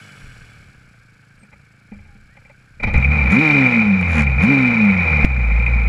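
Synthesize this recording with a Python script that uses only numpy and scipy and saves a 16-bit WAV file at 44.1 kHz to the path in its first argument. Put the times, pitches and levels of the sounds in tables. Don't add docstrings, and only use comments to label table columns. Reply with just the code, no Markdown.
import sys
import numpy as np
from scipy import signal
from scipy.fft import rfft, irfft
from scipy.io import wavfile
from scipy.ndimage import uniform_filter1d, map_coordinates

SR = 44100
rng = np.random.default_rng(int(sys.argv[2]) if len(sys.argv) > 2 else 0)


def master(y):
    cut = np.clip(np.atleast_2d(y).T, -1, 1)
    pcm = np.round(cut * 32767)
    wavfile.write(sys.argv[1], SR, pcm.astype(np.int16))


def natural_amplitude(level_db):
    exponent = np.asarray(level_db, float) / 20
    return 10 ** exponent


N = 259308

# time in seconds, crank speed in turns per s, level in dB.
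OTHER_BIKE_SPEED = [
    (0.0, 53, -46),
    (0.33, 40, -48.5),
    (0.55, 37.3, -50.5),
    (0.79, 31, -55),
    (1.1, 27.4, -56.5),
    (1.85, 27.4, -57.5),
    (2.09, 30.3, -57),
    (2.77, 32, -57),
]
# frequency in Hz, density in dB per Hz.
EXHAUST_SPECTRUM = [(45, -43.5), (75, -24), (118, 1.5), (160, -8), (205, -10), (250, -17.5), (300, -17.5),
                    (360, -31.5), (450, -27), (700, -64)]
CLATTER_SPECTRUM = [(200, -51), (340, -17), (472, -8.5), (540, -11.5), (825, -12.5), (953, -17),
                    (1070, -14), (1560, 2), (1980, -14), (2250, 0.5), (2940, -19), (3240, -17.5),
                    (3400, -29.5), (4420, -42), (7480, -120)]
VALVE_SPECTRUM = [(3000, -21.5), (3500, -3.5), (4300, 1.5), (5200, -1.5), (6200, -6.5), (6900, -6),
                  (7200, -19), (7600, -1), (8800, -13.5), (9850, -9), (10500, -10.5), (11500, -13.5),
                  (15000, -26.5), (17000, -53)]
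# frequency in Hz, width in Hz, level in dB.
TAPPET_MODES = [(5150, 260, -2), (6980, 160, 3), (7600, 170, -3.5), (10350, 270, -5)]
CASING_MODES = [(2907, 90, 1), (3050, 50, 1), (3405, 49, 1.5), (4330, 60, -6.5), (5700, 80, -5.5),
                (8000, 160, -8), (10550, 130, -13), (11050, 110, -15.5)]

# time in seconds, peak in dB, fall in dB per s.
LURCHES = [
    (0.22, -39.5, 39),
    (0.64, -53, 27.5),
    (1.37, -54, 300),
    (1.55, -51, 106),
    (1.94, -41.5, 30),
    (2.62, -63, 4.5),
    (2.86, -16.5, 179.5),
    (2.961, -11, 392),
]
# frequency in Hz, width in Hz, level in dB.
SUSPENSION_MODES = [(24.5, 17, 1.5), (52.8, 64, -3)]

# start in seconds, length in s, first Hz, last Hz, peak in dB.
SQUEAK_GLIDES = [
    (1.376, 0.085, 8550, 8420, -64.5),
    (2.052, 0.14, 855, 800, -62),
    (2.269, 0.12, 1570, 1930, -61),
]

# time in seconds, peak in dB, thud in dB, housing share in dB, length in s.
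KNOCK_EVENTS = [(1.426, -39.5, -39, -6, 0.015), (1.514, -45, -58, -7, 0.01),
                (1.527, -35.5, -46.5, -4, 0.013), (1.917, -37.5, -24.5, -0.5, 0.025),
                (1.987, -40.5, -49, -6.5, 0.012), (2.05, -45, -62, -3, 0.012),
                (2.15, -62, -38.5, 1, 0.0081), (2.367, -34.5, -49, -4.5, 0.011),
                (2.414, -54, -54, -6, 0.009), (2.448, -38.5, -60, -6, 0.011), (2.495, -37, -55, 0, 0.014),
                (2.799, -31.5, -33, 0, 0.01), (2.827, -34, -26, -26, 0.015),
                (2.834, -10, -17.5, -17, 0.015), (2.871, -14.5, -16.5, -5, 0.028),
                (2.94, -12.5, -24, -6, 0.02)]
# frequency in Hz, level in dB, decay by 60 dB in s.
THUD_MODES = [(205.6, -7, 0.27), (220.4, -2, 0.083), (434, -6, 0.031)]
# frequency in Hz, width in Hz, level in dB.
SHELL_MODES = [(548, 130, -3), (800, 126, -3), (1216, 100, -12), (2090, 320, -3), (2346, 80, 7)]
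# time in seconds, level in dB, width in s, signed direction.
CLUNK_EVENTS = [
    (2.98, -4.5, 0.0055, -1.2),
    (5.2437, -5, 0.0051, 1),
    (5.2478, 4.5, 0.003, 1),
]
# time in seconds, peak in dB.
JOLT_EVENTS = [(3.025, -9), (3.0445, -7), (3.257, -20), (3.929, -19.5), (4.027, -4.5), (4.2672, -10),
               (4.298, -11.5), (4.9657, -21), (5.5986, -12.5), (5.62, -16.5), (5.663, -6.5)]

# time in seconds, speed in turns per s.
CRANK_SPEED = [(2.9, 48.5), (3.0, 62.5), (3.16, 77.3), (3.28, 60.4), (3.42, 160.4), (3.68, 124), (3.94, 96),
               (4.12, 82.2), (4.375, 60), (4.43, 91), (4.51, 142.7), (4.66, 124), (4.93, 95.4), (5.12, 77),
               (5.33, 62.9), (5.51, 53.6), (5.67, 59.8), (5.88, 55)]
# speed in turns per s, then first, second, third and half orders in dB.
MOUNT_ORDERS = [(51.2, -11.5, -49, -39, -39), (58.5, -15.5, -25, -41.5, -39), (74.9, -18, -23.5, -29, -29),
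                (81.7, -21.5, -35.5, -39, -49), (88, -23, -20, -45, -44.5), (97.6, -29, -12, -47.5, -44),
                (116, -26.5, -17.5, -47, -29.5), (142, -19.5, -16, -31.5, -21.5),
                (151.6, -22, -22, -51, -32)]
THROTTLE_LIFT_DB = [1.5, 3.0, 8.0, 14.0]
# frequency in Hz, density in dB per Hz.
FRAME_SPECTRUM = [(12, -41.5), (20, -12), (43, -21), (69, -5.5), (87, -18.5), (108, -12), (209, -4.5),
                  (340, -38), (440, -79.5), (750, -120)]

# time in seconds, level in dB.
KICK_SHAKE = [
    (2.795, -60),
    (2.801, -27),
    (2.82, -34),
    (2.83, -27.5),
    (2.84, -11.5),
    (2.852, -23.5),
    (2.945, -28.5),
]
ENGINE_SHAKE = [(2.94, -18.5), (3.1, -24), (3.12, -18.5), (3.33, -18), (3.55, -16), (3.82, -18),
                (3.88, -22), (4.11, -21.5), (4.2, -20), (4.25, -22), (4.38, -23), (4.4, -18), (4.96, -19.5),
                (5.12, -17), (5.24, -17.5), (5.28, -25), (5.7, -22.5), (5.88, -24.5)]
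# level in dB at -20 dB shake and 80 turns per s,
# share of the shake's swing, dB per 100 turns per s, dB added by chatter.
HOUSING_LAYERS = [(-21, 1.17, 2.8, 0.7), (-29.5, 1.036, 3.5, 4.5), (-46, 1.04, 8.5, 4),
                  (-64.5, 0.94, 11, -3.5)]
# frequency in Hz, width in Hz, level in dB.
CAVITY_MODES = [(2102, 82, -7), (2333, 130, -4.5), (2372.5, 64.7, 2), (2441, 51, 1)]
# frequency in Hz, density in dB per Hz.
BODY_SPECTRUM = [(180, -22), (300, -8), (357, -14), (412, -12), (479, -2.5), (648, -12), (816, -4),
                 (964, -11), (1060, -8), (1140, -13), (1400, -5.5), (1590, -14.5), (1850, -10.5),
                 (2000, -9), (2600, -9), (4400, -120)]
HISS_SPECTRUM = [(2500, -17), (2750, -14), (2980, 2.5), (3200, -14), (3500, -10), (3830, -3.5),
                 (4300, -12.5), (5200, -17.5), (6500, -22), (9000, -65)]
AIR_SPECTRUM = [(4500, -23), (5700, 0), (7200, -6), (8900, -17), (10100, -12), (12000, -21.5),
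                (15000, -28.5), (17000, -49)]

# start in seconds, peak in seconds, end in seconds, peak in dB.
CHATTER_SPELLS = [
    (3.295, 3.32, 3.38, -49),
    (4.075, 4.197, 4.245, -45.5),
    (4.408, 4.435, 4.46, -48.5),
]
# time in seconds, peak in dB.
LONE_HITS = [
    (2.8335, -36),
    (2.9372, -40),
    (2.98, -57),
    (3.3233, -30),
    (4.0117, -37),
    (4.0337, -54),
    (4.0578, -47),
    (5.255, -39),
]
# frequency in Hz, width in Hz, level in dB.
LOOSE_PART_MODES = [(5900, 500, -5.5), (7010, 1300, -2), (10080, 680, -5)]
# frequency in Hz, density in dB per Hz.
REBOUND_SPECTRUM = [(300, -36), (900, -1), (2000, 12.5), (4000, -12.5), (6000, -14.5), (7100, -17),
                    (8200, -27), (12000, -59.5)]


def rms_one(x):
    return x / np.sqrt(np.mean(x ** 2) + 1e-20)


def in_time(rows, silent=False):
    s, *columns = np.transpose(rows)
    edge_db = -150. if silent else None
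    return [np.interp(np.arange(N) / SR, s, c, edge_db, edge_db) for c in columns]


def colour(x, points):
    size = 8192
    hz, db = np.transpose(points)
    grid_hz = np.maximum(np.arange(size // 2 + 1) * SR / size, 1)
    spectrum_db = np.interp(np.log(grid_hz), np.log(hz), np.maximum(db, -70))
    cepstrum = irfft(np.log(natural_amplitude(spectrum_db)))
    cepstrum[1:size // 2] *= 2
    cepstrum[size // 2 + 1:] = 0
    impulse = irfft(np.exp(rfft(cepstrum)))
    return signal.fftconvolve(x, impulse)[:len(x)]


def resonate(x, peaks):
    out = 0
    for hz, width_hz, db in peaks:
        r = np.exp(-np.pi * width_hz / SR)
        b = [(1 - r * r) / 2, 0, (r * r - 1) / 2]
        a = [1, -2 * r * np.cos(2 * np.pi * hz / SR), r * r]
        out = out + natural_amplitude(db) * signal.lfilter(b, a, signal.lfilter(b, a, x))
    return out


def even(x, seconds=0.073):
    width = int(seconds * SR)
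    power = uniform_filter1d(uniform_filter1d(x ** 2, width), width)
    return x / np.sqrt(power + 1e-18)


def drift(rate_hz):
    knots = rng.standard_normal(2000)
    return map_coordinates(knots, [np.arange(N) * rate_hz * 2 / SR], order=3, mode="wrap")


def decaying_noise(hits, decay_s):
    return signal.lfilter([1], [1, -np.exp(-1 / (decay_s * SR))], hits) * rng.standard_normal(N)


def pulses(turns, spread_db):
    whole = np.floor(turns).astype(int)
    strength = natural_amplitude(spread_db * rng.standard_normal(1000)[whole % 1000])
    return np.diff(whole, prepend=whole[0]) * strength


def bursts(turns, beat_db, firing_db, uneven_db):
    swell_db = beat_db * np.cos(2 * np.pi * turns) + firing_db * np.cos(np.pi * turns)
    swell_db = swell_db + uneven_db * drift(60)
    return natural_amplitude(swell_db) * rng.standard_normal(N)


def strikes(events):
    train = np.full(N, 1e-18)
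    for s, db in events:
        train[round(s * SR)] = natural_amplitude(db)
    return train


def other_bike():
    speed, clatter_db = in_time(OTHER_BIKE_SPEED)
    above_db = clatter_db + 57
    exhaust_db = -54.5 + 0.6 * above_db
    valve_db = -67 + 1.13 * above_db
    casing_db = -77.5 + 2.16 * above_db
    turns = np.cumsum(speed) / SR + 0.28

    weak = np.clip(0.029 * speed, 0, 1)
    beats = pulses(turns / 2, spread_db=1.2) + weak * pulses(turns / 2 + 0.5, spread_db=1.6)
    exhaust = colour(rms_one(beats) + 0.45 * rng.standard_normal(N), EXHAUST_SPECTRUM)
    clatter = colour(bursts(turns, beat_db=1.5, firing_db=-1.0, uneven_db=0.5), CLATTER_SPECTRUM)

    rustle = colour(bursts(turns + 0.56, beat_db=2.8, firing_db=-0.5, uneven_db=0.8), VALVE_SPECTRUM)
    pair = pulses(turns + 0.47, spread_db=3.5) + pulses(turns + 0.07, spread_db=3.0)
    valves = even(rustle) + natural_amplitude(-8) * even(resonate(pair + 1e-18, TAPPET_MODES))

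    casing = resonate(bursts(turns, beat_db=2.0, firing_db=-0.3, uneven_db=-1.0), CASING_MODES)
    out = natural_amplitude(casing_db) * even(casing) + natural_amplitude(exhaust_db + 1.5) * even(exhaust)
    return out + natural_amplitude(clatter_db + 1.0) * even(clatter) + natural_amplitude(valve_db - 1.5) * valves


def sway():
    t = np.arange(N) / SR
    rise_db_per_s, still_db = 396, -70.5
    level = natural_amplitude(still_db)
    for s, db, fall_db_per_s in LURCHES:
        level = level + natural_amplitude(db - np.maximum(rise_db_per_s * (s - t), fall_db_per_s * (t - s)))
    return level * even(resonate(rng.standard_normal(N), SUSPENSION_MODES), seconds=0.18)


def squeaks():
    out = 0
    glide_share = 0.55
    for s, length_s, first_hz, last_hz, db in SQUEAK_GLIDES:
        share = np.clip((np.arange(N) / SR - s) / length_s, 0, 1)
        hz = first_hz + (last_hz - first_hz) * np.clip(share / glide_share, 0, 1)
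        level = np.sin(np.pi * share) * natural_amplitude(db + 2.5 * drift(72))
        phase = 2 * np.pi * np.cumsum(hz * (1 + 0.004 * drift(70))) / SR
        out = out + np.sqrt(2) * level * np.sin(phase)
    return out


def knocks():
    out = np.zeros(N)
    t = np.arange(int(0.2 * SR)) / SR
    for s, peak_db, thud_db, body_db, length_s in KNOCK_EVENTS:
        scrape = rng.standard_normal(len(t)) * np.exp(-(t / np.clip(length_s, 1e-3, 0.04)) ** 2)
        ring = resonate(scrape, SHELL_MODES[3:])
        body = resonate(scrape, SHELL_MODES[:3])
        crack = ring / np.abs(ring).max() + natural_amplitude(body_db) * body / np.abs(body).max()
        hiss = rms_one(colour(scrape, HISS_SPECTRUM))
        thud = sum(natural_amplitude(db - 60 * t / t60) * np.sin(2 * np.pi * hz * t) for hz, db, t60 in THUD_MODES)
        thud = thud * (1 - np.exp(-t / 0.0061))
        knock = natural_amplitude(peak_db - 4.0) * crack + natural_amplitude(1.47 * peak_db - 36.5) * hiss + natural_amplitude(thud_db + 2) * thud
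        at = round(s * SR)
        out[at:at + len(t)] += knock
    return out


def clunks():
    out = np.zeros(N)
    for s, db, width_s, direction in CLUNK_EVENTS:
        near_s = np.arange(N) / SR - s
        snap = colour(rng.standard_normal(N) * np.exp(-(near_s / 0.0012) ** 2), AIR_SPECTRUM)
        push = direction * np.exp(-(near_s / (width_s / 3)) ** 2)
        out += natural_amplitude(db) * (push + natural_amplitude(-25) * snap)
    return out


def jolts():
    return natural_amplitude(22.0) * resonate(decaying_noise(strikes(JOLT_EVENTS), 0.0024), CAVITY_MODES)


def mount_orders(speed, turns, throttle, loose):
    at, *passed = np.transpose(MOUNT_ORDERS)
    first_db, second_db, third_db, half_db = (
        np.interp(speed, at, db) + lift_db * throttle + 1.5 * drift(8.6)
        for db, lift_db in zip(passed, THROTTLE_LIFT_DB))
    second_db = second_db + 3.5 * loose
    third_db = third_db + 13 * loose
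    phase = 2 * np.pi * turns + 0.065 * drift(25)
    orders = natural_amplitude(first_db) * np.sin(phase) + natural_amplitude(second_db) * np.sin(2 * phase)
    orders = orders + natural_amplitude(third_db) * np.sin(3 * phase)
    halves = np.sin(1.5 * phase) + natural_amplitude(-31.0) * np.sin(phase / 2) + natural_amplitude(-16.5) * np.sin(2.5 * phase)
    return np.sqrt(2) * (orders + natural_amplitude(half_db - 5.0) * halves)


def frame_drum(fast, turns, throttle, geared):
    drum_db = -29.5 - 10.5 * fast + 8 * uniform_filter1d(throttle, SR // 12) - 4.5 * geared
    drum = colour(bursts(turns, beat_db=6.0, firing_db=7.5, uneven_db=2.5), FRAME_SPECTRUM)
    return natural_amplitude(drum_db) * even(drum)


def housing_rattle(speed, fast, turns, throttle, loose):
    t = np.arange(N) / SR
    kick_db = in_time(KICK_SHAKE, silent=True)[0]
    engine_db = in_time(ENGINE_SHAKE, silent=True)[0]
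    shake_db = uniform_filter1d(np.maximum(kick_db, engine_db), SR // 400)
    ring_db, body_db, hiss_db, air_db = (
        db + share * (shake_db + 20) + speed_db * fast + loose_db * loose
        for db, share, speed_db, loose_db in HOUSING_LAYERS)

    rattle = bursts(turns + 0.69, beat_db=1.0, firing_db=1.5, uneven_db=-1.0)
    lull_s, lull_depth = 0.007, 0.7
    slack = sum(np.exp(-((t - s + lull_s) / lull_s) ** 2) * (t < s) for s, _ in JOLT_EVENTS)
    ring = (1 - lull_depth * slack) * even(resonate(rattle, CAVITY_MODES))

    blows = rms_one(pulses(turns, spread_db=1.6)) * natural_amplitude(3 * drift(7))
    blow_share = 0.8 * (speed / 135) ** 2.5 * (1 - throttle)
    body = even(colour(rms_one(rattle) + blow_share * blows, BODY_SPECTRUM))

    grit = bursts(turns + 0.79, beat_db=3.0, firing_db=-1.0, uneven_db=2.0)
    hiss = even(colour(grit, HISS_SPECTRUM))
    air = even(signal.lfilter(*signal.butter(2, 16600, fs=SR), colour(grit, AIR_SPECTRUM)))
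    out = natural_amplitude(ring_db) * ring + natural_amplitude(body_db) * body
    return out + natural_amplitude(hiss_db - 0.5) * hiss + natural_amplitude(air_db + 3.5) * air + specks(natural_amplitude(air_db + 65))


def specks(level):
    per_s = 14
    born = (rng.random(N) < per_s / SR) * natural_amplitude(4 * rng.standard_normal(N))
    band = signal.butter(2, [7000, 13000], "band", fs=SR, output="sos")
    return natural_amplitude(-39) * level * signal.sosfilt(band, born + 1e-18)


def loose_part(turns, chatter):
    hits = natural_amplitude(39.5) * chatter * pulses(turns + 0.48, spread_db=1.5)
    hits = hits + natural_amplitude(22.5) * strikes(LONE_HITS)
    rebounds = natural_amplitude(46) * chatter * pulses(turns + 0.13, spread_db=1.5)
    rasp = natural_amplitude(-17) * decaying_noise(hits, 0.0025)
    out = resonate(hits + rasp, LOOSE_PART_MODES)
    out = out + natural_amplitude(-12.5) * resonate(rebounds, LOOSE_PART_MODES[1:2])
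    return out + colour(rebounds + natural_amplitude(5.5) * rasp, REBOUND_SPECTRUM)


def spell(start_s, peak_s, end_s, db):
    t = np.arange(N) / SR
    away = np.maximum((peak_s - t) / (peak_s - start_s), (t - peak_s) / (end_s - peak_s))
    return natural_amplitude(db - 17 * np.minimum(away, 3) ** 2) * np.clip(20 * (1.05 - away), 0, 1)


def own_engine():
    t = np.arange(N) / SR
    speed, = in_time(CRANK_SPEED)
    turns = np.cumsum(speed) / SR
    fast = (speed - 80) / 100
    gain = uniform_filter1d(np.gradient(speed) * SR, SR // 40)
    throttle = np.clip(gain / 1380, 0, 1)

    catch_s, catch_db_per_s = 3.0, 134
    running = np.clip((t - CRANK_SPEED[0][0]) / 0.025, 0, 1)
    running = running * natural_amplitude(-catch_db_per_s * np.clip(catch_s - t, 0, None))
    gear_s, dip_db, recovery_s = 5.25, -6, 0.06
    running = running * natural_amplitude(dip_db * (t > gear_s) * np.exp(-np.abs(t - gear_s) / recovery_s))
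    geared = np.clip((t - gear_s) / 0.03, 0, 1)

    chatter = sum(spell(*row) for row in CHATTER_SPELLS)
    loose = np.clip(chatter * natural_amplitude(46), 0, 1)
    shaking = mount_orders(speed, turns, throttle, loose) + frame_drum(fast, turns, throttle, geared)
    rattle = housing_rattle(speed, fast, turns, throttle, loose)
    touch = natural_amplitude(-70) * running
    return running * shaking + rattle + loose_part(turns, chatter + touch)


def scene():
    return (other_bike() + sway() + squeaks() + knocks() + clunks() + jolts() + own_engine())[None]


def low_pass(x):
    return signal.sosfilt(signal.butter(12, 15760, fs=SR, output="sos"), x)


def record(dry):
    mix = np.clip(dry, -1, 1)
    return low_pass(mix)


dry = scene()
out = record(dry)
master(out)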